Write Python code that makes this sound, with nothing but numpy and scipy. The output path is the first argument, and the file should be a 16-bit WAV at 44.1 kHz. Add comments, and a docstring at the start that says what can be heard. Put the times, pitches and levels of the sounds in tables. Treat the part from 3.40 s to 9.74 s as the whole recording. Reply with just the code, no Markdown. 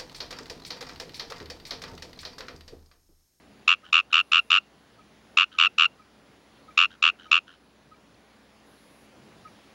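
"""In a flooded field, a frog close by gives three runs of short, hard croaks.
Each croak is a quickening train of air pulses; in each pulse the vocal cords sweep upwards and
drive the resonances of the vocal sac. Other frogs answer with faint peeps and rattles over the
hush of the field. A camera hums and hisses, its lens motor whirs, two tiny ticks sound,
and the camera's gain control ducks the hush at every croak."""
import sys
import numpy as np
from scipy import signal
from scipy.io import wavfile
from scipy.ndimage import uniform_filter1d

SR = 44100
rng = np.random.default_rng(int(sys.argv[2]) if len(sys.argv) > 2 else 0)


def wav_record(signal):
    """Record a signal, one row per channel, as 16-bit PCM in the file named by sys.argv[1]."""
    frames = np.transpose(np.atleast_2d(signal))
    bounded = np.clip(frames, -1, 1)
    # unit amplitude maps onto the largest positive 16-bit level
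    quanta = np.round(bounded * 32767).astype(np.int16)
    wavfile.write(sys.argv[1], SR, quanta)


N = 279594


def gain_of(db):
    """The decibel scale: 20 dB is a factor of ten in amplitude."""
    return 10 ** (np.asarray(db) / 20)


def unit_rms(x):
    """Normalisation to a mean power of 1."""
    return x / np.sqrt(np.mean(x ** 2) + 1e-20)


def add(mix, start_s, sound):
    """Superposition: a sound sums into the mix from its start time on."""
    part = mix[max(round(start_s * SR), 0):][:len(sound)]
    part += sound[:len(part)]


def filtered(x, order, hz, kind="low"):
    """Maximally flat filtering: the skirts fall 6 dB an octave for each order."""
    return signal.sosfilt(signal.butter(order, hz, kind, fs=SR, output="sos"), x)


def wander(samples, hz):
    """Random modulation: low-passed noise of rms 1."""
    return unit_rms(filtered(rng.standard_normal(samples + 4000), 2, hz)[4000:])


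def ring(x, modes):
    """Forced resonance: x drives damped modes in parallel."""
    return sum(gain_of(db) * signal.lfilter(*signal.iirpeak(hz, hz / width, SR), x)
               for hz, width, db in modes)


# Spectra of the field's hush and the camera's hiss. Each row: frequency in Hz, relative density in dB.
FIELD_HUSH = [(15, -64), (25, -33.5), (49, -9), (189, -4), (213, -1.5), (246, -8.5), (284, -4.5), (312, -5),
              (580, -8.5), (4600, -21.5), (7410, -29.5), (9630, -60.5), (16300, -120)]
CAMERA_HISS = [(7950, -19.5), (8600, -1.5), (10700, 1.5), (12100, -7.5), (13200, -8.5), (13800, -17.5),
               (16000, -29)]
def hush(spectrum, rms_db, patchy_db=1.29):
    """Spectral shaping: random noise follows a contour, its level drifting in time-frequency patches."""
    frames, hz = N // 256 + 5, np.fft.rfftfreq(1024, 1 / SR)
    real, imag, patches = rng.standard_normal((3, frames, len(hz)))
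    patches = unit_rms(uniform_filter1d(uniform_filter1d(patches, size=14, axis=0), size=14, axis=1))
    knot_hz, knot_db = np.transpose(spectrum)
    contour_db = np.interp(np.log(hz + 1), np.log(knot_hz + 1), knot_db)
    bins = (real + 1j * imag) * gain_of(contour_db + patchy_db * patches)
    noise = signal.istft(bins.T, nperseg=1024, noverlap=768)[1][:N]
    return gain_of(rms_db) * unit_rms(noise)


# The camera's hum and thin whine. Each row: frequency in Hz, rms level in dB.
CAMERA_TONES = [(217, -66), (280, -69), (15625, -83)]
def hum(tones, waver_hz=.48):
    """Frequency modulation: each pure tone wavers slightly at random."""
    out = np.zeros(N)
    for hz, db in tones:
        cycles = np.cumsum(hz + waver_hz * wander(N, 11)) / SR
        out += gain_of(db) * np.sqrt(2) * np.sin(2 * np.pi * cycles)
    return out


# One air pulse. Each row: nominal time from the peak in seconds, relative drive in dB, nominal pitch in Hz.
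PULSE_SHAPE = [(-.0075, -21, 1020), (-.0053, -14, 1100), (-.0033, -3, 1190), (-.002, -3, 1205),
               (-.0008, 2, 1440), (.0001, -.5, 1490), (.0011, -19, 1370), (.003, -28, 1380)]
# Harmonics of the cords, from the fundamental up. Each entry: relative level in dB.
CORD_HARMONICS = [3.5, -2.5, -11, -14.5, -18, -30, -35]
def air_pulse(stretch, tilt_db, pitch_ratio, sweep, hang_s=0, hang_db=-8, hang_hz=1285):
    """Flow-driven oscillation: the cords swell, sweep up and stop, or hang on and sag in a last puff."""
    times, drive_db, hz = np.transpose(PULSE_SHAPE)
    times = times * stretch
    hz = pitch_ratio * (hz[-1] + sweep * (hz - hz[-1]))
    if hang_s > 0:
        rise = times < 0
        times = np.append(times[rise], [hang_s / 4, hang_s])
        drive_db = np.append(drive_db[rise], [hang_db + 5, hang_db])
        hz = np.append(hz[rise], [hang_hz * 1.07, hang_hz])
    t = np.arange(times[0], times[-1], 1 / SR)
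    unsteady = np.interp(t, [times[0], 0], [2, .5])  # the cords start unevenly and lock in at the peak
    hz = hz * (1.0127 + .011 * rng.standard_normal())  # no two puffs stretch the cords alike
    jitter = 1 + .034 * unsteady * wander(len(t), 900)
    cycles = np.cumsum(np.interp(t, times, hz) * jitter) / SR
    cords = sum(gain_of(db + k * tilt_db) * np.cos(2 * np.pi * ((k + 1) * cycles + rng.random()))
                for k, db in enumerate(CORD_HARMONICS))
    shimmer = 1 + .2 * unsteady * wander(len(t), 1000)
    breath = .18 * unsteady * wander(len(t), 3300)
    envelope = gain_of(np.interp(t, times, drive_db)) * signal.windows.tukey(len(t), .1)
    return t[0], envelope * (cords * shimmer + breath)


# Modes of throat and vocal sac. Each row: nominal frequency in Hz, bandwidth in Hz, gain in dB.
SAC_MODES = [(1266.9, 380, -13.5), (2764.4, 214.8, 4.5), (3365, 370, -1.5), (5185, 700, -15),
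             (6798, 270, -8.5)]
def croak(start, length, pulses, gap, since_last, haste=.00255, empty_db=16.5, empty_s=.0095):
    """Source and filter: pulses ring the sac, ever faster, weaker, duller and lower as air runs out."""
    voice, lead_s = np.zeros(SR // 4), .02
    hurry = np.interp(since_last, [.21, .25], [1, 0])  # 1 for a hurried frog, 0 for a rested one
    droop = .082 * (1 - hurry) + .045 * hurry
    for k in range(pulses):
        at = gap * (k - haste * k ** 3)
        spent, left_s = min(at / length, 1), max(length - at, .001)
        late = spent ** 8
        tension = (1 + .018 * hurry) * (1 - droop * late)  # tunes both cords and sac
        level_db = -8 - empty_db * np.exp(-left_s / empty_s)  # the drive collapses as the lungs empty
        if k == 0:  # the opening pulse is short and bright, and weaker when hurried
            onset, puff = air_pulse(stretch=.82, tilt_db=1.5, pitch_ratio=.949 * tension, sweep=.6)
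            level_db -= 3 + 2 * hurry
        else:
            onset, puff = air_pulse(stretch=1.03 - .24 * late, tilt_db=.58 - 3.8 * spent,
                                    pitch_ratio=1.002 * tension, sweep=1.02 - .54 * late,
                                    hang_s=left_s if k == pulses - 1 else 0)
        ringing = ring(np.pad(puff, (0, SR // 80)), np.array(SAC_MODES) * [tension, 1, 1])
        add(voice, lead_s + at + onset, gain_of(level_db + .082 * rng.standard_normal()) * ringing)
    t = np.arange(len(voice)) / SR - lead_s
    damping = np.clip((length + .00085 - t) / .0059, 0, 1)  # the slack sac stops ringing
    return start - lead_s, voice * damping


# The near frog's croaks. Each row: start in seconds, length in seconds, pulse count, first gap in seconds.
CROAK_CALLS = [(0.2818, 0.06827, 7, 0.01219), (0.5315, 0.08126, 8, 0.01281), (0.7317, 0.0851, 8, .013),
               (0.9221, 0.08127, 7, .01275), (1.1071, 0.08368, 8, 0.01215), (1.9756, 0.07193, 7, 0.01209),
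               (2.189, 0.08983, 8, 0.01298), (2.3859, 0.0808, 7, .01285), (3.3797, 0.08316, 8, 0.01242),
               (3.6285, 0.0782, 7, 0.01315), (3.9183, 0.07484, 7, 0.01299)]
# Thin fizz of air on each pulse. Each row: frequency in Hz, bandwidth in Hz, gain in dB.
AIR_FIZZ = [(10400, 1400, -15)]
def near_frog(gain_db=7, low_hz=900, top_hz=7400):
    """Radiation from a small source: the sac gives no bass; its overtones die out under a thin fizz."""
    voice, previous = np.zeros(N), -np.inf
    for start, length, pulses, gap in CROAK_CALLS:
        add(voice, *croak(start, length, round(pulses), gap, since_last=start - previous))
        previous = start
    voice = filtered(voice, 3, low_hz, "high")
    fizz = ring(filtered(voice, 4, 9000, "high"), AIR_FIZZ)
    return gain_of(gain_db) * (filtered(voice, 8, top_hz) + fizz)


# A second frog's soft peeps. Each row: start in seconds, relative level in dB.
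PEEP_CALLS = [(.429, -49), (1.584, -51), (2.141, -45.5), (2.59, -49.5), (3.279, -46), (3.854, -45.5),
              (4.513, -46), (6.047, -44.5)]
def peeping_frog(length_s=.042, gain_db=5.5, upper_db=-13):
    """Gliding sinusoids: a nearly pure falling note, closed by a short higher one."""
    out, progress = np.zeros(N), np.linspace(0, 1, round(length_s * SR))
    note_hz, upper_hz = np.linspace(1276.3, 1244.9, len(progress)), np.linspace(2592, 2280, len(progress))
    swell = np.interp(progress, [0, .27, .48, .75, 1], [.05, .938, .44, .25, .1])
    note = swell * np.sin(2 * np.pi * np.cumsum(note_hz) / SR)
    upper = np.exp(-((progress - .8) / .11) ** 2) * np.sin(2 * np.pi * np.cumsum(upper_hz) / SR)
    for start, db in PEEP_CALLS:
        add(out, start, gain_of(db + gain_db) * (note + gain_of(upper_db) * upper))
    return out


# A farther frog's rattles. Each row: start in seconds, length in seconds.
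RATTLE_CALLS = [(0.441, 0.0655), (0.703, 0.059), (2.115, 0.073), (3.504, 0.06), (3.785, 0.0973),
                (4.068, 0.0983)]
# Modes of its throat. Each row: frequency in Hz, bandwidth in Hz, gain in dB.
THROAT_MODES = [(1488, 190, 1), (3083, 370, -3), (3760, 450, -12), (5591, 900, -14)]
def rattling_frog(level_db=-44.5, fade_db=10, puffs_per_s=85):
    """Amplitude-modulated noise: rough puffs excite the throat's modes, fading along each call."""
    out = np.zeros(N)
    for start, length in RATTLE_CALLS:
        t = np.arange(0, length, 1 / SR)
        puffs = (.1736 + np.exp(-(t * puffs_per_s % 1) / .16)) * rng.standard_normal(len(t))
        voice = unit_rms(ring(filtered(puffs, 2, [1250, 3600], "band"), THROAT_MODES))
        envelope = gain_of(level_db - fade_db * t / length) * signal.windows.tukey(len(t), .15)
        add(out, start, voice * envelope)
    return out


# Runs of the lens motor. 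Each row: start in seconds, end in seconds.
MOTOR_RUNS = [(.71, 1.105), (3.249, 3.25), (5.251, 5.672)]
# Modes of the lens barrel. Each row: frequency in Hz, bandwidth in Hz, gain in dB.
BARREL_MODES = [(9330, 80, -5.5), (10200, 120, 0.5), (10552, 600, -6), (12947, 300, -7.5)]
def lens_motor(level_db=-69.5, step_hz=179.42, roughness=.4):
    """Forced vibration: high harmonics of the motor's even, slightly rough steps ring the barrel."""
    out = np.zeros(N)
    for start, end in MOTOR_RUNS:
        t = np.arange(0, end - start, 1 / SR)
        steps = sum(np.cos(2 * np.pi * (k * step_hz * t + rng.random())) for k in range(48, 78))
        drive = unit_rms(steps) + roughness * rng.standard_normal(len(t))
        whir = unit_rms(ring(drive, BARREL_MODES))
        add(out, start, gain_of(level_db) * whir * signal.windows.tukey(len(t), .08))
    return out


# Tiny ticks. Each row: start in seconds, peak level in dB, centre frequency in Hz, bandwidth in Hz.
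TINY_TICKS = [(.729, -42, 14080, 4000), (4.745, -47.5, 4350, 707.1)]
def ticks(decay_s=.002):
    """Transient excitation: a decaying burst of noise passes twice through one resonance."""
    out, t = np.zeros(N), np.arange(SR // 40) / SR
    for start, db, hz, width in TINY_TICKS:
        burst = rng.standard_normal(len(t)) * np.exp(-t / decay_s)
        mode = [(hz, width, 0)]
        tick = ring(ring(burst, mode), mode)
        add(out, start, gain_of(db) * tick / abs(tick).max())
    return out


def open_ground(x, scatter_db=-24, scatter_t60_s=.065, tail_db=-39, tail_t60_s=.26):
    """Diffuse reflection: mud and grass return a brief scatter and a very faint tail."""
    t = np.arange(SR // 2) / SR
    response = np.zeros(len(t))
    for db, t60 in (scatter_db, scatter_t60_s), (tail_db, tail_t60_s):
        echoes = rng.standard_normal(len(t)) * gain_of(-60 * t / t60) * (t > .001)
        response += gain_of(db) * echoes / np.linalg.norm(echoes)
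    return x + signal.fftconvolve(x, response)[:N]


def scene():
    """Superposition: three frogs, the ticks, the hush of the field and the camera's own noises."""
    frogs = open_ground(near_frog() + rattling_frog() + peeping_frog())
    camera = hush(CAMERA_HISS, rms_db=-74.5) + hum(CAMERA_TONES) + lens_motor()
    return (frogs + ticks() + hush(FIELD_HUSH, rms_db=-54.5) + camera)[None]


# Electrical hum after the gain control. Each row: frequency in Hz, rms level in dB before the bass cut.
CIRCUIT_TONES = [(62, -70.5)]
def record(dry, threshold_db=-11.5, slope=.8605, recovery_db_per_s=3.5, low_hz=55, top_hz=15800):
    """Automatic gain control: the gain drops at once and recovers slowly; then hum and band limits."""
    power_db = 10 * np.log10(abs(uniform_filter1d(dry[0] ** 2, size=130)) + 1e-12)
    release_db = recovery_db_per_s * np.arange(N) / SR
    opening_db = threshold_db + 3  # it starts a little ducked
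    held_db = np.maximum.accumulate(np.maximum(power_db + release_db, opening_db)) - release_db
    duck_db = slope * uniform_filter1d(np.maximum(held_db - threshold_db, 0), size=130)
    ducked = filtered(dry / gain_of(duck_db) + hum(CIRCUIT_TONES), 1, low_hz, "high")
    treble_cut = signal.firwin(511, top_hz, window=("kaiser", 9), fs=SR)
    return signal.oaconvolve(ducked, treble_cut[None], "same")


dry = scene()
out = record(dry)
wav_record(out)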